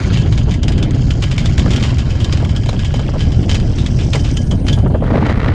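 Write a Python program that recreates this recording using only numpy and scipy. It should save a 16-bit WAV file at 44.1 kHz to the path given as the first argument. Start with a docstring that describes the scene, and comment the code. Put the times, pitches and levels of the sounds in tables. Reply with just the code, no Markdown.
"""Lowering a sail in a fresh breeze

A sail is hauled down an aluminium mast by hand, an arm's length from the microphone.
Wind rumbles and buffets on the microphone port. Stiff cloth crinkles, hisses down its track
and snaps, and its slides ring the mast. Near the end the microphone turns into the wind
and the flow tears across it."""
import sys
import numpy as np
from scipy import signal
from scipy.fft import rfft, irfft, next_fast_len
from scipy.io import wavfile
from scipy.ndimage import uniform_filter1d, minimum_filter1d, map_coordinates

SR = 44100
rng = np.random.default_rng(int(sys.argv[2]) if len(sys.argv) > 2 else 0)


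def waveform_to_disk(signal):
    """Save audio, clipped to [-1, 1], as 16-bit WAV at the path in sys.argv[1]."""
    frames = np.transpose(np.atleast_2d(signal))
    scaled = np.clip(frames, -1, 1) * 32767
    samples = np.round(scaled).astype(np.int16)
    wavfile.write(sys.argv[1], SR, samples)


N = 244314


def undb(db):
    """Decibels to gain."""
    return 10 ** (np.asarray(db) / 20)


def unit(x):
    """Scale to rms 1."""
    return x / np.sqrt(np.mean(x ** 2) + 1e-18)


def gains(table, fade_s=0.02):
    """The dB columns of a curve as gains per sample, fading out beyond its ends."""
    time_s, *columns = np.transpose(table)
    t = np.arange(N) / SR
    inside = np.clip(1 + np.minimum(t - time_s[0], time_s[-1] - t) / fade_s, 0, 1)
    return [inside * undb(np.interp(t, time_s, db)) for db in columns]


def colour(x, points):
    """Minimum-phase filter through (Hz, dB) points; 24 dB per octave down beyond both ends."""
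    size = next_fast_len(len(x) + 4096, True) // 2 * 2
    octave = np.log2(np.maximum(np.arange(size // 2 + 1) * SR / size, 1))
    hz, db = np.transpose(points)
    octaves_outside = np.abs(octave - np.clip(octave, np.log2(hz[0]), np.log2(hz[-1])))
    curve_db = np.interp(octave, np.log2(hz), db) - 24 * octaves_outside
    cepstrum = irfft(np.log(undb(curve_db)))
    cepstrum[1:size // 2] *= 2
    cepstrum[size // 2 + 1:] = 0
    response = np.exp(rfft(cepstrum))
    response = unit(np.abs(response)) * np.exp(1j * np.angle(response))
    return irfft(rfft(x, size) * response)[:len(x)]


def band(x, low_hz, high_hz, order=3):
    """Butterworth band-pass."""
    return signal.sosfilt(signal.butter(order, [low_hz, high_hz], "band", fs=SR, output="sos"), x)


def wander(rate_hz):
    """Ramps between random levels, rms 1."""
    step = max(int(SR / rate_hz), 1)
    levels = rng.standard_normal(N)[:N // step + 1]
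    return unit(uniform_filter1d(np.repeat(levels, step), step)[:N])


def steady(x, span_s):
    """Hold the local power of a noise near 1."""
    span = int(span_s * SR)
    power = uniform_filter1d(uniform_filter1d(x ** 2, span), span)
    return x / np.sqrt(np.abs(power) + 1e-12)


def clicks(per_s, spread_db):
    """Random clicks, a few much larger than the rest."""
    size = undb(spread_db * np.minimum(rng.exponential(size=N), 4))
    return (rng.random(N) < per_s / SR) * size * np.sign(rng.standard_normal(N))


def chance_events(per_s, curve):
    """Random (start_s, level_db) events within 2 dB of a curve's first level column."""
    gap, scatter = rng.random((100, 2)).T
    start_s = np.cumsum(-np.log(1 - gap)) / per_s
    level_db = np.interp(start_s, *np.transpose(curve)[:2]) + 2 * (2 * scatter - 1)
    return [(s, db) for s, db in zip(start_s, level_db) if s < N / SR]


def add(track, start_s, sound):
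    """Mix a sound into a track."""
    i = max(int(start_s * SR), 0)
    track[i:i + len(sound)] += sound[:max(N - i, 0)]


# Wind strength: time_s, small_eddy_db, rumble_db
WIND = [(0.0, -23, -13.5), (0.15, -23.5, -12), (0.62, -24.5, -14), (0.75, -19.5, -13.0), (1.3, -27, -14.0),
        (1.75, -18.5, -12.0), (2.05, -26.5, -14), (2.44, -23.5, -13.0), (2.72, -26.5, -16.5),
        (3.1, -25.5, -15.0), (3.45, -21.5, -11.5), (3.75, -23.5, -14), (4.3, -24.5, -12),
        (4.62, -21.5, -15.5), (4.8, -21.5, -11), (5.0, -22.5, -16.5), (5.17, -16.0, -15.0),
        (5.4, -23.5, -15.0), (5.54, -21, -14)]
# Eddy spectrum: freq_hz, density_db
WIND_SPECTRUM = [(18, 0.5), (27, -7), (38, -2), (52, -4), (80, 0.5), (118, -1), (160, -6.5), (200, -8.5),
                 (260, -11), (340, -17), (480, -25.5), (640, -23), (900, -20), (1400, -33)]


def wind(low_hz=57, high_hz=185):
    """Eddies of three sizes press on the port: the largest only wander, the smallest come in spurts."""
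    gust, rumble = gains(WIND)
    large, middle, small = (colour(rng.standard_normal(N), WIND_SPECTRUM) for _ in range(3))
    large = steady(band(large, 21, low_hz), 0.06) * undb(-19 + 1.1 * wander(7.2))
    middle = steady(band(middle, low_hz, 0.952 * high_hz, order=4), 0.085)
    middle *= undb(0.27 + 1.16 * wander(13))
    small = steady(band(small, high_hz, 601) * undb(2.8 * wander(90)), 0.12) * undb(1)
    return large + middle * rumble + small * gust


# Head-on flow: time_s, level_db
HEAD_ON_FLOW = [(5.04, -25.5), (5.13, -21.5), (5.245, -26), (5.28, -14.5), (5.33, -26), (5.39, -24.5),
                (5.48, -19.5), (5.54, -28)]


def head_on(turned_s=5.244, crackle_db=-16, rise_db=8):
    """Gains of the head-on flow and of its crackle, which grows as the port turns into the wind."""
    flow, = gains(HEAD_ON_FLOW)
    turn = np.interp(np.arange(N) / SR, [HEAD_ON_FLOW[0][0], turned_s], [0, 1])
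    return flow, flow * undb(crackle_db + rise_db * turn)


# Separating flow spectrum: freq_hz, density_db
TEAR_SPECTRUM = [(250, -9.5), (450, 5), (800, -2), (1400, -3), (2000, -18), (3000, -33), (6000, -34)]
# Wind crackle spectrum: freq_hz, density_db
CRACKLE_SPECTRUM = [(900, -23), (1900, 5), (2800, -7), (4000, -12), (5500, -22), (8000, -34), (12000, -51)]


def tearing_flow(pulse_db=-2):
    """Head-on flow separates at the port in ragged, crackling pulses."""
    flow, crackle_gain = head_on()
    spurts = undb(4 * wander(140))
    pulses = steady(colour(clicks(2500, 6.6) * spurts, TEAR_SPECTRUM), 0.017)
    crackle = steady(colour(clicks(3000, 5.0) * spurts, CRACKLE_SPECTRUM), 0.048)
    return undb(pulse_db) * flow * pulses + crackle_gain * crackle


# Hardest gusts: start_s, level_db, length_s
BUFFETS = [(0.476, -17, 0.038), (1.662, -11, 0.012), (2.428, -14.5, .015), (2.69, -11.5, 0.014),
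           (2.725, -17.5, 0.041), (2.94, -12, 0.0094), (2.99, -19, 0.042), (3.088, -12, 0.011),
           (3.137, -13.5, 0.017), (3.157, -12.5, .016), (4.146, -10, 0.037), (4.519, -17, 0.036),
           (4.772, -14, 0.029), (4.828, -24.5, 0.017), (4.86, -9, 0.022), (4.899, -16.5, 0.042),
           (4.944, -6, 0.023), (5.021, -9, 0.02), (5.105, -7.5, 0.01), (5.139, -8, 0.026),
           (5.157, -5, 0.0059), (5.179, -3.5, 0.0085), (5.226, -4.5, 0.0078), (5.261, -23, 0.01),
           (5.296, -11, 0.016)]
# Gust thud spectrum: freq_hz, density_db
BUFFET_SPECTRUM = [(260, -2), (420, 3.5), (750, -3.5), (1100, -10.5), (1600, -18.5)]


def buffets(thud_db=-7.5, crackle_db=10, lesser_per_s=3):
    """Gusts swell and collapse on the port: dull thuds that crackle when they come head-on."""
    swell = np.zeros(N)
    t = np.arange(int(0.1 * SR)) / SR
    lesser = [(s, db - 5.5, 0.025) for s, db in chance_events(lesser_per_s, WIND)]
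    for start_s, level_db, length_s in BUFFETS + lesser:
        age = t / max(length_s / 4, 0.001)
        add(swell, start_s - 0.001, undb(level_db) * age * np.exp(1 - age))
    _, crackle_gain = head_on()
    thud = swell * steady(colour(rng.standard_normal(N), BUFFET_SPECTRUM), 0.021)
    crackle = colour(swell * crackle_gain * steady(clicks(1700, 4.1), 0.016), CRACKLE_SPECTRUM)
    return undb(thud_db) * thud + undb(crackle_db) * crackle


def mast_reflection(x, spacing_hz, gain):
    """A sound plus its reflection off the mast: a comb that moves with the microphone."""
    delayed = map_coordinates(x, [np.arange(N) - SR / spacing_hz], order=3)
    return x + gain * delayed


# Hiss following the luff's speed: time_s, level_db
SLIDING = [(0, -39.5), (.5, -46.5), (.58, -57), (.88, -66), (.96, -41), (1.22, -44), (1.75, -39),
           (2.05, -44), (2.7, -45.5), (3.47, -44.5), (3.52, -32), (3.6, -47.5), (3.72, -41.5),
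           (4.39, -38.5), (4.53, -52.5), (5.54, -69)]
# Sliding hiss spectrum: freq_hz, density_db
HISS_SPECTRUM = [(3000, -32), (4400, 7), (5200, 8.5), (6500, 6.5), (7500, 0), (9000, -14), (11000, -56),
                 (15000, -30)]
# Mast reflection and thin top hiss: time_s, comb_spacing_hz, top_hiss_db
COMB_AND_TOP_HISS = [(0, 2200, -76), (3.5, 2660, -72.5), (4.05, 2750, -62), (4.55, 2950, -57),
                     (4.8, 3350, -58), (4.97, 3450, -61.5), (5.54, 3230, -66)]
# Top hiss spectrum: freq_hz, density_db
TOP_HISS_SPECTRUM = [(6500, -24.5), (7900, -1), (9600, -3.5), (10400, -6), (11200, -18.5), (12500, -33)]


def sliding_luff(hiss_db=-1.5, top_trim_db=-1):
    """The luff hisses down its track, heard directly and off the mast."""
    slide, = gains(SLIDING)
    time_s, *columns = np.transpose(COMB_AND_TOP_HISS)
    spacing_hz, top_db = (np.interp(np.arange(N) / SR, time_s, column) for column in columns)
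    friction = clicks(9000, 6.2) * undb(3.3 * wander(110))
    hiss = undb(hiss_db) * slide * steady(colour(friction, HISS_SPECTRUM), 0.063)
    top_friction = clicks(6000, 4.5) * undb(3.5 * wander(45))
    top_hiss = undb(top_db + top_trim_db) * unit(colour(top_friction, TOP_HISS_SPECTRUM))
    return mast_reflection(hiss, spacing_hz, 0.35) + mast_reflection(top_hiss, spacing_hz, 0.6)


# Modes of mast and slides: pitch_hz, level_db, t60_s
MAST_MODES = [(1655, -5, .3), (1690, -11, .14), (2210, -14, .08), (3064, 0, .23), (3100, -2, .15),
              (3190, -10, .08), (4890, -5, .18), (5150, -14, .08), (6578, -13, .14), (6930, -12, .11)]


def mast_knock():
    """A slide strikes the mast: each contact point favours other modes; cloth damps them unevenly."""
    t = np.arange(int(0.35 * SR)) / SR
    pitch_hz, level_db, t60_s = np.transpose(MAST_MODES)[:, :, None]
    detune, favour, damping, phase = rng.standard_normal((4, len(MAST_MODES), 1))
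    modes = np.sin(2 * np.pi * (pitch_hz * (1 + 0.003 * detune) * t + phase))
    decay = np.exp(-np.log(1000) * t / (t60_s * undb(damping)))
    return np.sum(undb(level_db + 1.6 * favour) * modes * decay, axis=0)


# Crumpling strength: time_s, level_db
CRUMPLING = [(0, -29.5), (.18, -34.5), (0.421, -39.5), (.6, -43.5), (0.799, -37), (1.15, -39),
             (1.42, -36.5), (1.83, -30.5), (1.98, -37.5), (2.46, -35), (2.6, -41.5), (3.05, -36.5),
             (3.45, -39), (3.88, -39), (4.08, -46.5), (4.33, -39), (4.40, -45), (5.54, -44.5)]
# Buckling crease spectrum: freq_hz, density_db
CRINKLE_SPECTRUM = [(300, -30.5), (600, 2), (1200, 5), (2000, 2), (3200, 2.5), (4300, -5.5), (6000, -18.5),
                    (7500, -28), (9500, -27.5), (12000, -43), (15000, -58.5)]


def crinkling_cloth(avalanches_per_s=70, decay_s=0.0069, mast_db=-12.5):
    """Creases buckle in little avalanches of clicks and keep the mast ringing faintly."""
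    crumpling, = gains(CRUMPLING)
    triggers = np.abs(clicks(avalanches_per_s, 2.6))
    avalanches = signal.lfilter([1], [1, -np.exp(-1 / (decay_s * SR))], triggers)
    creases = crumpling * steady(clicks(3500, 4.4) * (2 + avalanches), 0.098)
    crinkle = colour(creases, CRINKLE_SPECTRUM)
    # folds of changing size favour changing bands
    edges_hz = np.geomspace(300, 15000, 12)
    rustle = sum(band(crinkle, low, high, order=2) * undb(1.6 * wander(70))
                 for low, high in zip(edges_hz, edges_hz[1:]))
    ring = sum(undb(db) * band(creases, hz - 25, hz + 25, order=2) for hz, db, _ in MAST_MODES)
    return np.std(creases) * (unit(rustle) + undb(mast_db) * unit(ring))


# The sail's belly fills: start_s, level_db, pitch_hz
FILLS = [(1.661, -12, 1260), (2.661, -19, 650), (2.694, -18, 800), (2.944, -12, 607), (4.155, -14, 930),
         (4.514, -13.5, 675)]


def belly_fills(attack_s=0.00039, decay_s=0.0026, gain_db=-2):
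    """A panel goes taut with a hollow knock: two heavily damped membrane modes."""
    track = np.zeros(N)
    t = np.arange(int(0.04 * SR)) / SR
    envelope = np.exp(-t / decay_s) * (1 - np.exp(-t / attack_s))
    for start_s, level_db, pitch_hz in FILLS:
        phase = 2 * np.pi * pitch_hz * t
        modes = np.sin(phase) + 0.6 * np.sin(1.35 * phase)
        add(track, start_s, undb(level_db + gain_db) * modes * envelope)
    return track


# Sail snaps: start_s, level_db, flutter_decay_s, knock_db, fold_hz, fold_share
SNAPS = [(0.173, -21, 0.028, -35, 2720, .6), (0.3243, -21.5, 0.016, -39, 3700, .2),
         (0.3774, -20.5, 0.018, -38, 2380, 0.16), (0.5102, -24, 0.027, -37, 3070, 0.07),
         (0.541, -20, 0.0076, -43, 2180, 0.9), (0.632, -15, 0.0083, -41, 3180, 0.55),
         (0.6822, -15.5, .01, -38, 4980, 0.27), (0.721, -23.5, 0.011, -37, 2410, 0),
         (0.7797, -22, .012, -39, 2100, .1), (0.828, -16.5, .01, -40, 3500, 0.68),
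         (0.9089, -22.5, 0.0046, -50, 2240, 0.85), (1.1071, -15, .0076, -41, 3070, 0.56),
         (1.2244, -13.5, 0.0095, -44, 2870, .25), (1.2384, -18, 0.0063, -31, 3170, .55),
         (1.3121, -21.5, 0.016, -38, 2220, 0.1), (1.3802, -16.5, 0.025, -31.5, 2200, 0.26),
         (1.458, -15, 0.01, -48, 3590, 0.44), (1.5798, -13, 0.0053, -41, 2700, 0.3),
         (1.5933, -16.5, 0.0098, -33, 3530, 0.7), (1.7067, -17.5, 0.024, -43, 3430, 0.25),
         (1.735, -15.5, 0.0041, -38, 3070, .3), (1.7617, -15.5, 0.011, -37, 3360, 0.8),
         (1.838, -20.5, 0.044, -43, 3000, 0.24), (1.985, -19.5, 0.019, -33.5, 2800, 0.3),
         (2.103, -24.5, 0.026, -35.5, 2600, 0.6), (2.2034, -21.5, 0.026, -45, 3160, 0.5),
         (2.245, -16, 0.0057, -33, 3760, 0.9), (2.3256, -14.5, 0.013, -50, 4900, 0.28),
         (2.373, -22, 0.0061, -43, 3070, 0), (2.4512, -23, .005, -45, 2220, 1),
         (2.5631, -18.5, 0.011, -37, 3200, .75), (2.6607, -25, 0.013, -34, 2190, .3),
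         (2.691, -17, .0086, -46, 3960, .55), (2.7928, -24, 0.022, -35, 3110, 0),
         (2.8475, -19.5, 0.017, -33.5, 3220, 0.53), (2.941, -21.5, 0.0092, -32, 3060, 0.4),
         (3.2067, -21.5, 0.025, -33, 3080, 0.3), (3.3197, -24, 0.0064, -36.5, 3270, 0.9),
         (3.4943, -14, 0.0084, -28, 3120, .05), (3.5144, -18.5, 0.013, -31.5, 3000, 0),
         (3.5481, -14, 0.011, -36, 2490, 0.3), (3.784, -22.5, 0.031, -48, 3700, 0.44),
         (3.863, -17, 0.0075, -47, 3430, .7), (3.989, -25, 0.059, -37.5, 2340, 0.1),
         (4.133, -13, 0.016, -34, 2200, 0), (4.155, -14.5, 0.0083, -35, 2120, 1),
         (4.1938, -28, 0.011, -37.5, 3120, 0.4), (4.2457, -22, 0.027, -41, 2200, 0),
         (4.3708, -12.5, 0.0052, -30, 3160, 0.88), (4.512, -16, 0.01, -37, 3170, 0.84),
         (4.6675, -24.5, 0.019, -49, 3100, 0.4), (4.6833, -13.5, 0.011, -30, 3030, .05),
         (4.729, -14.5, .011, -35, 3350, 0.94)]
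# Snap body spectrum: freq_hz, density_db
SNAP_BODY_SPECTRUM = [(300, 1.5), (800, -1.5), (1600, -2.5), (2600, 2), (3600, 1.5), (4500, -6),
                      (5500, -11.5), (7500, -33.5), (11000, -61)]
# Snap treble spectrum: freq_hz, density_db
SNAP_TREBLE_SPECTRUM = [(3500, -6), (5200, 2), (7000, 1.5), (8200, -6), (10000, -19.5), (12000, -30.5),
                        (14000, -31.5), (15200, -45.5)]


def sail_snaps(gather_s=0.0025, crack_s=0.00062, tail_s=0.035, flaps_per_s=3,
               body_db=-1.5, treble_db=-11.5, fold_db=-6):
    """Cloth gathers, cracks taut and flutters out; the fold rings and a slide knocks on the mast."""
    body, treble, rings = np.zeros((3, N))
    ragged = undb(4.5 * wander(500))
    creases, fibres = (steady(clicks(12000, 3.1) * ragged, 0.0039) for _ in range(2))
    lead_s = 0.01
    t = np.arange(int(0.15 * SR)) / SR - lead_s
    after_s = np.maximum(t, 0)
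    gather = np.where(t < 0, 0.29 * np.exp(np.minimum(t, 0) / gather_s), 1)
    crack = undb(-2) * np.exp(-after_s / crack_s)
    tail = undb(-23) * np.exp(-after_s / tail_s)
    # lesser flaps, same columns as SNAPS
    flaps = [(s, db + 11, 0.012, db + 0.5, 3140, 0.17)
             for s, db in chance_events(flaps_per_s, CRUMPLING)]
    for start_s, level_db, decay_s, knock_db, fold_hz, fold_share in SNAPS + flaps:
        flutter = np.exp(-after_s / decay_s)
        envelope = gather * (crack + undb(-4) * flutter + tail)
        bright_db = 0.4 * np.log2(0.01 / decay_s)  # quicker snaps are brighter
        fold_noise = band(rng.standard_normal(len(t)), fold_hz - 160, fold_hz + 160, order=2)
        fold = gather * flutter * steady(fold_noise, 0.006)
        add(body, start_s - lead_s, undb(level_db) * np.sqrt(1 - fold_share) * envelope)
        add(treble, start_s - lead_s, undb(level_db + bright_db) * envelope)
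        add(rings, start_s - lead_s, undb(level_db + fold_db) * np.sqrt(fold_share) * fold)
        add(rings, start_s, undb(knock_db + 1) * mast_knock())
    body = undb(body_db) * colour(body * creases, SNAP_BODY_SPECTRUM)
    treble = undb(treble_db) * colour(treble * fibres, SNAP_TREBLE_SPECTRUM)
    return body + treble + band(rings, 1200, 16000)


def scene():
    """Wind and sail on open water: mono, no reverberation."""
    air = wind() + buffets() + tearing_flow()
    sail = crinkling_cloth() + sliding_luff() + sail_snaps() + belly_fills()
    return (air + sail)[None]


def record(dry, ceiling=1.0, hold_s=0.008, cutoff_hz=14900):
    """A limiter eases the gain down around the largest peaks; a steep low-pass follows."""
    hold = int(hold_s * SR)
    needed_gain = ceiling / np.maximum(np.abs(dry), ceiling)
    gain = uniform_filter1d(minimum_filter1d(needed_gain, hold), hold)
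    low_pass = signal.ellip(8, 0.2, 70, cutoff_hz, fs=SR, output="sos")
    return signal.sosfilt(low_pass, dry * gain)


dry = scene()
out = record(dry)
waveform_to_disk(out)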